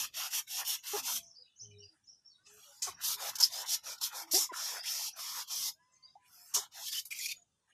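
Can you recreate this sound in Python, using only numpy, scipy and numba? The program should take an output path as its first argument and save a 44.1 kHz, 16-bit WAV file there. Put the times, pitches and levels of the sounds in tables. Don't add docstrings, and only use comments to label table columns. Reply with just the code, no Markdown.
import sys
import numpy as np
from scipy import signal
from scipy.io import wavfile
from scipy.ndimage import uniform_filter1d, minimum_filter1d
from numba import njit

SR = 44100
rng = np.random.default_rng(int(sys.argv[2]) if len(sys.argv) > 2 else 0)


def generate_wav(signal):
    frames = np.transpose(np.atleast_2d(signal))
    scaled = np.clip(frames, -1, 1) * 32767
    pcm = np.round(scaled).astype(np.int16)
    wavfile.write(sys.argv[1], SR, pcm)


def elevation(decibels):
    levels = np.asarray(decibels, float)
    return 10 ** (levels / 20)


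N = 340893

# full flow from in seconds, until in seconds, first jet level in dB,
# last jet level in dB, slosh level in dB.
PUSHES = [(-.02, 0.051, -35.5, -41.5, -50), (0.171, 0.276, -39.5, -44, -51),
          (0.334, 0.395, -37.5, -37, -52), (0.504, 0.611, -45.5, -39, -59.5), (0.677, 0.756, -35, -40, -54),
          (0.866, 0.997, -45, -39.5, -57.5), (1.057, 1.178, -38, -39, -60), (3.041, 3.142, -36, -37.5, -55),
          (3.205, 3.298, -45, -41, -51.5), (3.529, 3.624, -43, -42, -54), (3.689, 3.748, -37, -30, -57),
          (3.868, 3.936, -43.5, -45.5, -48), (4.042, 4.076, -34, -42, -58),
          (4.152, 4.226, -45.5, -46.5, -50), (4.56, 4.678, -44, -40, -51.5),
          (4.683, 4.79, -40.5, -47.5, -48.5), (4.863, 5.086, -39, -40, -60),
          (5.193, 5.421, -44, -43.5, -57), (5.507, 5.691, -41, -37.5, -57),
          (6.747, 6.891, -55.5, -40, -73.5), (6.922, 6.996, -40.5, -40, -81.5),
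          (7.148, 7.263, -51.5, -41.5, -85), (7.29, 7.318, -47, -46, -78)]
# start in seconds, until in seconds, first jet level in dB,
# last jet level in dB, slosh level in dB.
POPS = [
    (2.823, 2.885, -30.5, -43, -74),
    (3.418, 3.434, -41, -29.5, -55),
    (3.434, 3.445, -29.5, -31.5, -57),
    (4.013, 4.04, -42.5, -34, -56),
    (4.314, 4.345, -36, -30, -61),
    (4.345, 4.432, -27.5, -34, -53),
    (6.541, 6.548, -34, -28.5, -60),
    (6.548, 6.63, -24, -51.5, -54.5),
    (7.055, 7.062, -49.5, -59.5, -84),
    (7.107, 7.125, -50, -47.5, -82),
]
# start in seconds, until in seconds, # first jet
# level in dB, last jet level in dB, slosh level in dB.
SPITS = [
    (3.356, 3.368, -38, -44.5, -68),
    (3.386, 3.392, -40, -42.5, -62),
    (3.402, 3.414, -33, -28, -45.5),
    (3.293, 3.3, -39, -40, -60),
    (3.661, 3.668, -48.5, -47.5, -66),
    (3.84, 3.85, -60, -58, -76),
]
# start in seconds, until in seconds,
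# first jet level in dB, last jet level in dB, slosh level in dB.
SEEPS = [
    (2.465, 2.82, -68, -65, -77),
    (3.335, 3.352, -62, -60, -58),
    (3.985, 4.01, -63.5, -78, -72),
    (4.275, 4.31, -71, -61, -64),
    (6.26, 6.33, -83, -72.5, -87),
    (6.33, 6.54, -69, -61, -80),
]
# start in seconds, until in seconds, first level in dB, last level in dB.
GLUGS = [(.58, .62, -52, -45), (.945, .985, -44.5, -42.5), (1.085, 1.12, -46.5, -50.5),
         (2.878, 2.9, -45, -51.5), (2.995, 3.01, -61, -56.5), (3.09, 3.13, -49.5, -52.5),
         (3.2, 3.29, -46.5, -44), (3.405, 3.43, -48.5, -49.5), (3.55, 3.65, -49, -49),
         (3.74, 3.76, -49, -57.5), (3.875, 3.95, -54, -54.5), (4.14, 4.22, -47.5, -47.5),
         (4.34, 4.36, -51.5, -51), (4.51, 4.54, -73, -50.5), (4.72, 4.78, -49, -46),
         (5.165, 5.2, -60.5, -50.5), (5.35, 5.4, -52.5, -48.5), (6.55, 6.575, -53.5, -41.5),
         (6.76, 6.86, -63.5, -65), (6.93, 6.96, -65, -65)]
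# time in seconds, chamber pitch in Hz, chamber level in dB,
# fine mist level in dB, jet pitch in Hz; levels are above a jet of medium force.
AIM = [(0, 3136, -5, -1.5, 5960), (.6, 3050, -4, -1.5, 5980), (1.199, 3135, -7.5, -1.5, 6060),
       (2.47, 2880, -6.5, -27, 6650), (2.54, 3000, -16.5, 1, 7020), (2.641, 3010, -10.5, 1.5, 7010),
       (2.803, 3376, -25, -3, 6590), (2.829, 3414, -15.5, -15.5, 6700), (2.899, 3590, -9, -7, 6000),
       (3.049, 3410, -9.5, -0.5, 5770), (3.3, 3506, -6, -3, 5950), (3.439, 3570, -14.5, -5, 5530),
       (3.6, 3600, -6, -3.5, 5960), (3.802, 3690, -11.5, -6, 5560), (4.05, 3796, -6, -2, 5900),
       (4.35, 3830, -14.5, -3, 5640), (4.431, 3400, -11, -5, 6480), (4.598, 3330, -9.5, -5, 5700),
       (4.999, 3230, -11.5, -4.5, 5540), (5.7, 3500, -10, -2.5, 5700), (6.33, 2443, -16, 6, 6200),
       (6.5, 2500, -30, 0, 7170), (6.56, 3646, -9.5, -10.5, 6470), (6.75, 3270, -12, -3.5, 5820),
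       (7.0, 3310, -10.5, -4, 5690), (7.069, 3280, -26, 13, 6180), (7.12, 3360, -19.5, 0, 5620),
       (7.299, 3285, -18.5, -1, 5410)]
# centre in Hz, width in Hz, level in dB.
MIST = [(9100, 4900, -2.5), (10200, 2700, 3), (13100, 15000, 14.5)]
# start in seconds, end in seconds, pitch in Hz,
# width in Hz, level above the jet in dB.
SPUTTER = [(6.852, 6.9, 3220, 350, -6), (6.92, 6.945, 3540, 250, -2), (6.94, 6.99, 3080, 240, 0),
           (8, 6.4, 4200, 350, -4), (8.5, 6.2, 5800, 600, -1), (6.855, 6.9, 5400, 700, -4.5),
           (7.105, 7.175, 2470, 300, -1), (7.175, 7.265, 2416, 220, -5), (7.27, 7.33, 2560, 400, -2),
           (7.2, 7.25, 3440, 300, -5), (7.107, 7.2, 8100, 300, -8.5), (7.2, 8.4, 4500, 610, -4.5),
           (7.107, 8.2, 6900, 400, -10.5), (7.19, 7.205, 2100, 200, -5), (7.23, 6, 5800, 340, -7),
           (3.42, 3.46, 5200, 530, 2), (4.33, 4.37, 4900, 560, -9)]
# time in seconds, level above the flow in dB.
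SPURTS = [(6.857, 2.5), (6.885, 2), (6.93, 4), (6.952, 2), (6.972, 1.5), (6.995, 6), (7.128, 3),
          (7.19, 4.5), (7.24, 2), (7.262, 6), (7.288, 5), (7.32, 6.5)]
# multiple of the hollow pitch, width in Hz, level in dB.
BARREL = [(.72, 260, 4), (1.01, 490, 7), (1.45, 800, 1.5), (2.049, 1100, -3.5), (1.7, 10000, -6)]
# time in seconds, centre in Hz.
SOIL_DIP = [(0, 2350), (1.2, 2370), (2.8, 2700), (4.2, 2710), (4.55, 2900), (5.2, 2750), (5.7, 2700),
            (7.701, 2750)]
# frequency in Hz, density in dB per Hz.
AIR = [(150, -48), (250, -5.5), (1570, -7.5), (2350, -30), (3230, -5), (4030, -14), (7510, -3.5),
       (14000, -42)]
# time in seconds, level in dB.
THUDS = [(0, -66), (.99, -70), (2.42, -80.5), (3.47, -73), (1.17, -69.5), (1.7, -69.5), (2.55, -76),
         (2.9, -65), (3.1, -68.5), (3.3, -71), (4.37, -74.5), (5.62, -71), (6.59, -75.5), (7.28, -73.5)]
# start in seconds, pitch in Hz, level in dB, 60 dB decay time in seconds.
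KNOCKS = [(6.154, 830, -49, .1), (1.09, 900, -46, .08), (.6, 950, -47, .06), (.2, 1050, -46, .06),
          (4.502, 1000, -52, .05), (2.466, 2950, -63, .06), (2.412, 1500, -70, .1), (.964, 1580, -43, .05),
          (1.055, 1350, -47, .02), (4.518, 550, -46, .03), (3.05, 5200, -35, .06), (7.31, 3650, -42, .12),
          (3.297, 3900, -36, .03)]
# start in seconds, end in seconds,
# start pitch in Hz, end pitch in Hz, level in dB.
SWEEPS = [
    (3.0, 2.5, 1700, 4500, -51),
    (4.835, 4.875, 1700, 2800, -51.5),
    (4.87, 4.905, 3000, 3130, -45.5),
    (.47, .51, 2000, 3200, -65),
]
# start in seconds, start pitch in Hz, end pitch in Hz,
# level in dB.
RISING = [(1.215, 7160, 5180, -67), (1.25, 5070, 6740, -66.5), (1.29, 6140, 5250, -71),
          (1.349, 4540, 4950, -58.5), (1.556, 5500, 7000, -70), (1.593, 5020, 6290, -50.5),
          (1.783, 5130, 5800, -62.5), (1.82, 4470, 4965, -59), (2.033, 5700, 6690, -74),
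          (2.068, 4980, 5780, -55.5), (2.245, 5210, 5650, -63), (2.26, 5640, 6600, -82.5),
          (2.545, 5300, 5550, -74), (2.726, 5500, 5780, -81), (2.93, 5340, 5870, -66),
          (4.784, 4630, 5200, -48), (5.11, 5060, 5910, -61), (.77, 5450, 6980, -63.5),
          (5.915, 7930, 6470, -73.5), (6.023, 4490, 4740, -65), (5.95, 4250, 4300, -84),
          (7.686, 6650, 6680, -83.5), (1.465, 2940, 3000, -84), (1.52, 2980, 3000, -86.5),
          (1.63, 2930, 3070, -72.5), (1.44, 2460, 2600, -89.5)]
# start in seconds, length in seconds, start pitch in Hz, level in dB.
FALLING = [(1.33, 0.075, 5420, -73.5), (1.4, 0.051, 4180, -77), (1.458, 0.063, 3770, -85),
           (1.688, 0.028, 3140, -75), (1.706, 0.012, 2600, -71.5), (1.728, 0.048, 4030, -77.5),
           (1.78, 0.054, 3030, -77), (1.824, 0.029, 2850, -89), (1.858, 0.029, 4520, -80),
           (1.885, 0.026, 4150, -83), (2.292, 0.034, 4790, -70.5), (2.328, 0.036, 3980, -76.5),
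           (2.427, 0.034, 5400, -76.5), (6.061, 0.044, 3880, -77), (7.351, 0.031, 7240, -67),
           (7.468, 0.071, 3770, -92)]
# start in seconds, length in seconds, start pitch in Hz, end pitch in Hz,
# level in dB.
BUZZES = [
    (0.933, 0.035, 408, 416, -45),
    (2.872, 0.03, 420, 380, -58),
    (4.335, 0.018, 280, 372, -48),
    (4.345, .035, 365, 392, -46),
    (4.374, .014, 620, 380, -48),
    (4.515, 0.014, 500, 300, -52),
    (.972, .016, 420, 300, -58),
]
# start in seconds, length in seconds, # start
# pitch in Hz, end pitch in Hz, level in dB.
WHISTLES = [
    (0.952, .035, 1555, 1647, -57),
    (4.21, .07, 340, 320, -67),
    (4.385, 0.07, 350, 311, -68),
    (4.27, .06, 330, 320, -71),
    (4.49, 0.035, 1074, 960, -51),
    (6.56, .045, 430, 400, -62),
    (1.0, .06, 270, 250, -73),
    (.935, .032, 815, 830, -47),
    (2.875, .025, 1150, 1100, -52),
    (2.868, .03, 760, 700, -53),
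]
# start in seconds, length in seconds, start pitch in Hz, end pitch in Hz,
# level in dB.
FAR = [(1.11, .09, 241, 228, -68), (1.114, .24, 684, 674, -82), (1.382, .06, 480, 503, -78),
       (1.608, .28, 114.6, 95.5, -65), (1.62, .2, 220.5, 191, -79), (1.617, .27, 420, 408, -74),
       (1.89, .07, 335, 313, -83.5), (2.463, .14, 407, 424, -77), (5.741, .08, 603, 680, -89),
       (5.79, .19, 990, 1020, -81), (5.98, .16, 1030, 1030, -84), (6.16, .16, 1010, 980, -81),
       (6.3, .17, 760, 710, -86), (5.75, .084, 1510, 1710, -85), (2.66, .16, 798, 844, -80),
       (2.65, .08, 600, 560, -80), (3.12, .09, 420, 410, -73), (2.38, .057, 1415, 1530, -80),
       (5.78, .1, 1950, 2030, -90), (5.89, .23, 2020, 2100, -89), (6.15, .1, 2050, 2050, -93),
       (5.78, .05, 3000, 3000, -95), (5.88, .05, 2650, 2650, -91), (5.81, .37, 5150, 5100, -89),
       (5.845, .36, 6220, 6240, -91), (5.98, .11, 3170, 3060, -92), (7.37, .08, 720, 686, -87)]
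# time in seconds, high leaves level in dB, low rustle level in dB.
PUFFS = [
    (1.24, -77, -80.5),
    (1.95, -80, -82.5),
    (2.38, -84, -88),
    (5.76, -102, -91),
    (5.95, -85.5, -91.5),
    (6.26, -77, -75.5),
    (7.38, -84.5, -86.5),
    (7.7, -82.5, -78.5),
]
# level of the bin in dB, depth of the patches in dB.
GATE = [(-108, 4), (-96, 11), (-79, 12), (-68, 3.4)]

PUSH_RISE_DB_S, PUSH_FALL_DB_S, PUSH_ROUND_S = 800, 620, .018
POP_RISE_DB_S, POP_FALL_DB_S = 6002, 300.5
SPIT_RISE_DB_S, SPIT_FALL_DB_S = 6000, 1200
SEEP_RISE_DB_S, SEEP_FALL_DB_S = 1200, 300
GLUG_RISE_DB_S, GLUG_FALL_DB_S = 462.5, 456.5
CLOSING_DB_S2 = 4998
OPENS_EARLY_S, OPENING_DB, OPENED_DB, OPENING_DB_S = .027, -12, -5, 1800
SPURT_RISE_DB_S, SPURT_FALL_DB_S = 901, 497.5
MEDIUM_DB = -38
CHAMBER_PER_DB, MIST_PER_DB = -0.23, 0.07
SKIRT_HZ, SKIRT_WIDTH_HZ, SKIRT_DB = 2110, 1300, -22
HOLLOW_HZ, HOLLOW_HZ_PER_DB, CALM_DB, LOWEST_HZ = 1251, -28, -56, 1000
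EDGE_HZ, DEEP_HZ, DEEP_WIDTH_HZ, DEEP_DB, DEEP_PER_DB = 640, 568, 200, -27, 1.66
YARD_T60_S, YARD_DB = 0.12, -13.5
SOIL_DIP_WIDTH_HZ, SOIL_DIP_SHARE = 87., 0.51
AIR_DB = -85.5
RUMBLE_SHUT_DB, RUMBLE_OPEN_DB, GATE_OPENS_DB, GATE_SPAN_DB = -87, -75, -61.5, 24.5
THUD_RISE_DB_S, THUD_FALL_DB_S = 151.5, 90.5
KNOCK_RISE_S = .003
SWEEP_WIDTH_HZ = 870
RISING_S, FALLS_TO = .032, .92
TREES_T60_S, TREES_DB = .23, 0
BUZZ_STEP_DB, WHISTLE_STEP_DB = -2, -24.5
PUFF_RISE_DB_S, PUFF_FALL_DB_S, LEAVES_DB, RUSTLE_DB = 262, 160, -93.5, -100
TOP_HZ = 14050


def level(x, db):
    return x * elevation(db) / np.sqrt(np.mean(x ** 2))


@njit
def svf(x, hz, width):
    y, band, low = np.empty(len(x)), 0., 0.
    for i in range(len(x)):
        g, k = np.tan(np.pi * hz[i] / SR), width / hz[i]
        v = (band + g * (x[i] - low)) / (1 + g * (g + k))
        band, low, y[i] = 2 * v - band, low + 2 * g * v, k * v
    return y


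def ring(x, hz, width):
    hz = hz * np.ones(N)
    once = svf(x, hz, 1. * width)
    return level(svf(once, hz, 1. * width), 0)


def walk(rate, count=N):
    k = int(SR / rate)
    steps = np.repeat(rng.standard_normal(count // k + 1), k)
    return 1.3 * uniform_filter1d(uniform_filter1d(steps, k), k)[:count]


def eddy(x):
    return np.roll(x, rng.integers(N))


def spit(rate, drops_db, flicker_db):
    bursts = rng.random(N) < rate / SR
    size = elevation(1.5 * np.minimum(rng.exponential(size=N), 3))
    drops = bursts * size * rng.choice([-1, 1], N)
    noise = rng.standard_normal(N) * elevation(flicker_db * (walk(25) + walk(150)))
    return noise + level(drops, drops_db)


def note(start, length, hz0, hz1, partials_db, wobble, flutter_db, soft):
    out, i = np.zeros(N), int(start * SR)
    n = min(int(length * SR), N - i)
    u = np.arange(n) / n
    glide_hz = hz0 + (hz1 - hz0) * np.sin(np.pi / 2 * u)
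    phase = 2 * np.pi * np.cumsum(glide_hz * (1 + wobble * walk(100, count=n))) / SR
    tone = sum(elevation(db) * np.sin((k + 1) * phase) for k, db in enumerate(partials_db))
    out[i:i + n] = tone * elevation(flutter_db * walk(28, count=n)) * 2.6 * np.sin(np.pi * u) ** soft
    return out


def swell(rows, rise, fall, quiet_db=-120, closing=0):
    t, out = np.arange(N) / SR, np.full(N, 1. * quiet_db)
    for s, end, db0, db1 in rows:
        hold = np.interp(t, [s, max(end, s + 1 / SR)], [db0, db1])
        before, after = np.maximum(s - t, 0), np.maximum(t - end, 0)
        out = np.maximum(out, hold - rise * before - fall * after - closing * after ** 2)
    return out


def bumps(rows, rise, fall, quiet_db=-120, axis=1):
    return swell([(row[0], row[0], row[axis], row[axis]) for row in rows], rise, fall, quiet_db)


def aim(axis):
    return np.interp(np.arange(N) / SR, *np.transpose(AIM)[[0, axis]])


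def pumping():
    openings = [(s - OPENS_EARLY_S, s, db + OPENING_DB, db + OPENED_DB, slosh + OPENING_DB)
                for s, _, db, _, slosh in PUSHES]
    kinds = [(openings, OPENING_DB_S, PUSH_FALL_DB_S, 0),
             (PUSHES, PUSH_RISE_DB_S, PUSH_FALL_DB_S, PUSH_ROUND_S),
             (POPS, POP_RISE_DB_S, POP_FALL_DB_S, 0),
             (SPITS, SPIT_RISE_DB_S, SPIT_FALL_DB_S, 0),
             (SEEPS, SEEP_RISE_DB_S, SEEP_FALL_DB_S, 0)]
    jet_db, slosh_db = [], [swell(GLUGS, GLUG_RISE_DB_S, GLUG_FALL_DB_S)]
    for rows, rise, fall, round_s in kinds:
        flow_db = swell([row[:4] for row in rows], rise, fall, closing=CLOSING_DB_S2)
        jet_db.append(uniform_filter1d(flow_db, int(round_s * SR) + 1))
        steady = [(s, end, db, db) for s, end, _, _, db in rows]
        slosh_db.append(swell(steady, rise, fall, closing=CLOSING_DB_S2))
    return np.max(jet_db, axis=0), np.max(slosh_db, axis=0)


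def sputter(spray, drift):
    t, out = np.arange(N) / SR, np.zeros(N)
    for s, end, hz, width, db in SPUTTER:
        envelope = np.interp(t, [s, s + 0.0055, end, end + .005], [0, 1, 1, 0])
        unsteady = elevation(db + 3.5 * walk(90) + 2.5 * walk(45))
        out += unsteady * envelope * ring(eddy(spray), hz * (1 + np.roll(drift, int(hz))), width)
    return out


def jet(jet_db):
    nozzle = signal.butter(5, 2150, "high", fs=SR, output="sos")
    spray = signal.sosfilt(nozzle, spit(1400, -11.5, 0.83))
    drift = .025 * np.array([walk(20), walk(30), walk(15)])
    force_db = np.clip(jet_db - MEDIUM_DB, -25, 15)
    chamber = ring(eddy(spray), aim(axis=1) * (1 + drift[0]), 1600)
    chamber = chamber + elevation(-14.0) * ring(eddy(spray), 4350 * (1 + drift[1]), 820)
    core = ring(spray, aim(axis=4), 3400)
    core = core + elevation(-4.0) * ring(eddy(spray), 5400 * (1 + 2 * drift[2]), 840)
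    core = core + elevation(-12) * ring(eddy(spray), 6800 * (1 + drift[1]), 780)
    mist = sum(elevation(db) * ring(eddy(spray), hz, width) for hz, width, db in MIST)
    skirt = ring(spit(900, -3.0, 0.87), SKIRT_HZ, SKIRT_WIDTH_HZ)
    skirt_db = SKIRT_DB + aim(axis=2) / 2 + 2.5 * walk(20)
    chamber_db = aim(axis=2) + CHAMBER_PER_DB * force_db
    mist_db = aim(axis=3) + MIST_PER_DB * force_db
    return elevation(jet_db) * (level(core, 0) + sputter(spray, drift[0]) + elevation(skirt_db) * skirt
                          + elevation(chamber_db) * level(chamber, 0) + elevation(mist_db) * level(mist, 0))


def barrel(slosh_db):
    slosh = spit(400, -1.5, 1.8)
    force_db = uniform_filter1d(np.maximum(slosh_db - CALM_DB, 0), int(0.059 * SR))
    hollow_hz = np.maximum(HOLLOW_HZ + HOLLOW_HZ_PER_DB * force_db, LOWEST_HZ) * (1 + .05 * walk(9))
    body = np.zeros(N)
    for multiple, width, db in BARREL:
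        hz = multiple * hollow_hz * (1 + 0.091 * walk(22))
        body += elevation(db + 2.2 * walk(30)) * ring(eddy(slosh), hz, width)
    edge = signal.butter(6, EDGE_HZ, "high", fs=SR, output="sos")
    body = level(signal.sosfilt(edge, body), 0)
    deep_db = np.minimum(DEEP_DB + DEEP_PER_DB * force_db, -2)
    deep = elevation(deep_db) * ring(slosh, DEEP_HZ * (1 + .06 * walk(15)), DEEP_WIDTH_HZ)
    return elevation(slosh_db) * (body + deep)


def yard(x):
    t = np.arange(SR // 4) / SR
    wash = rng.standard_normal(len(t)) * elevation(-60 * t / YARD_T60_S)
    return x + elevation(YARD_DB) * signal.fftconvolve(x, wash / np.sqrt(np.sum(wash ** 2)))[:N]


def soil(x):
    dip_hz = np.interp(np.arange(N) / SR, *np.transpose(SOIL_DIP)) * (1 + 0.025 * walk(8))
    return x - SOIL_DIP_SHARE * svf(x, dip_hz, SOIL_DIP_WIDTH_HZ)


def air():
    hiss, (hz, db) = np.zeros(N), np.transpose(AIR)
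    for centre in 280 * 2 ** np.arange(0, 5.8, .5):
        band_db = np.interp(np.log(centre), np.log(hz), db) + 10 * np.log10(centre) + 0.37 * walk(11)
        hiss += elevation(band_db) * ring(rng.standard_normal(N), centre, centre / 2)
    return level(hiss, AIR_DB)


def rumble(jet_db):
    low = ring(rng.standard_normal(N), 110, 170) * elevation(2.2 * walk(18))
    open_db = np.interp(jet_db, [GATE_OPENS_DB, GATE_OPENS_DB + GATE_SPAN_DB], [RUMBLE_SHUT_DB, RUMBLE_OPEN_DB])
    thuds_db = bumps(THUDS, THUD_RISE_DB_S, THUD_FALL_DB_S)
    rumble_db = np.maximum(uniform_filter1d(open_db, int(0.035 * SR)), thuds_db)
    return elevation(rumble_db) * level(low, 0)


def knocks():
    out, t = np.zeros(N + SR), np.arange(SR // 4) / SR
    for s, hz, db, t60 in KNOCKS:
        i = int(s * SR)
        phase = 2 * np.pi * np.cumsum(hz * (1 + .03 * walk(300, count=len(t)))) / SR
        envelope = elevation(db - 60 * t / t60) * np.minimum(t / KNOCK_RISE_S, 1)
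        out[i:i + len(t)] += envelope * np.sin(phase)
    return out[:N]


def sweeps():
    t, noise, out = np.arange(N) / SR, spit(600, -6.0, 1.5), np.zeros(N)
    for s, end, hz0, hz1, db in SWEEPS:
        envelope = np.interp(t, [s, s + 0.0064, end - .008, end], [0, 1, 1, 0])
        climb_hz = np.interp(t, [s, end], [hz0, hz1])
        out += elevation(db) * envelope * ring(noise, climb_hz, SWEEP_WIDTH_HZ)
    return out


def birds():
    chirps = [(s, RISING_S, hz0, hz1, db) for s, hz0, hz1, db in RISING]
    chirps += [(s, length, hz, FALLS_TO * hz, db) for s, length, hz, db in FALLING]
    direct = sum(note(s, length, hz0, hz1, [db], .014, 1.0, .5) for s, length, hz0, hz1, db in chirps)
    t = np.arange(SR // 2) / SR
    echoes = rng.standard_normal(len(t)) * elevation(-60 * t / TREES_T60_S) * (1 - np.exp(-t / 0.002))
    echoes /= np.sqrt(np.sum(echoes ** 2))
    return .2 * direct + elevation(TREES_DB) * signal.fftconvolve(direct, echoes)[:N]


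def seal():
    out = np.zeros(N)
    for rows, step_db in [(BUZZES, BUZZ_STEP_DB), (WHISTLES, WHISTLE_STEP_DB)]:
        for s, length, hz0, hz1, db in rows:
            partials_db = db + step_db * np.arange(4) ** 4.1
            out += note(s, length, hz0, hz1, partials_db, wobble=.012, flutter_db=2.0, soft=.6)
    return out


def far_calls():
    return sum(note(s, length, hz0, hz1, [db], .007, 2.2, .5) for s, length, hz0, hz1, db in FAR)


def leaves():
    noise = rng.standard_normal(N)
    high = ring(noise, 9000, 2600) + elevation(-6) * ring(noise, 7750, 300)
    rustle = ring(noise, 1600 * (1 + 0.39 * walk(35)), 1200)
    high_db = bumps(PUFFS, PUFF_RISE_DB_S, PUFF_FALL_DB_S, LEAVES_DB)
    rustle_db = bumps(PUFFS, PUFF_RISE_DB_S, PUFF_FALL_DB_S, RUSTLE_DB, axis=2)
    return elevation(high_db) * level(high, 0) + elevation(rustle_db) * rustle


def scene():
    jet_db, slosh_db = pumping()
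    spurt_db = bumps(SPURTS, SPURT_RISE_DB_S, SPURT_FALL_DB_S, 0)
    sprayer = soil(yard(jet(jet_db + spurt_db) + barrel(slosh_db) + sweeps()))
    garden = air() + rumble(jet_db) + birds() + far_calls() + leaves()
    return (sprayer + knocks() + seal() + garden)[None, :]


def gate(x):
    hz, _, spec = signal.stft(x, SR, nperseg=512, noverlap=384)
    field = uniform_filter1d(rng.standard_normal(spec.shape), size=2, axis=0)
    field = uniform_filter1d(uniform_filter1d(field, size=30, axis=1), size=6, axis=1)
    bins = np.abs(spec) ** 2
    power = uniform_filter1d(uniform_filter1d(bins, size=9, axis=0), size=9, axis=1)
    reach = np.interp(hz, [300, 700, 5000, 8000], [0, 1, 1, .6])[:, None]
    depth_db = reach * np.interp(10 * np.log10(power + 1e-18), *np.transpose(GATE))
    tonal_db = 10 * np.log10(uniform_filter1d(bins, size=13, axis=1) / (power + 1e-18) + 1e-18)
    depth_db = depth_db * minimum_filter1d(np.interp(tonal_db, [4.5, 6.5], [1, .25]), size=3, axis=0)
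    patches_db = depth_db * np.minimum(field / field.std(), 1.1)
    return signal.istft(spec * elevation(patches_db), nperseg=512, noverlap=384)[1][:N]


def band_limit(x):
    return signal.sosfilt(signal.butter(12, 15310, fs=SR, output="sos"), x)


def record(dry):
    top_cut = signal.ellip(10, .3, 70, TOP_HZ, fs=SR, output="sos")
    mix = signal.sosfilt(top_cut, gate(dry[0]))[None, :]
    return band_limit(mix)


dry = scene()
out = record(dry)
generate_wav(out)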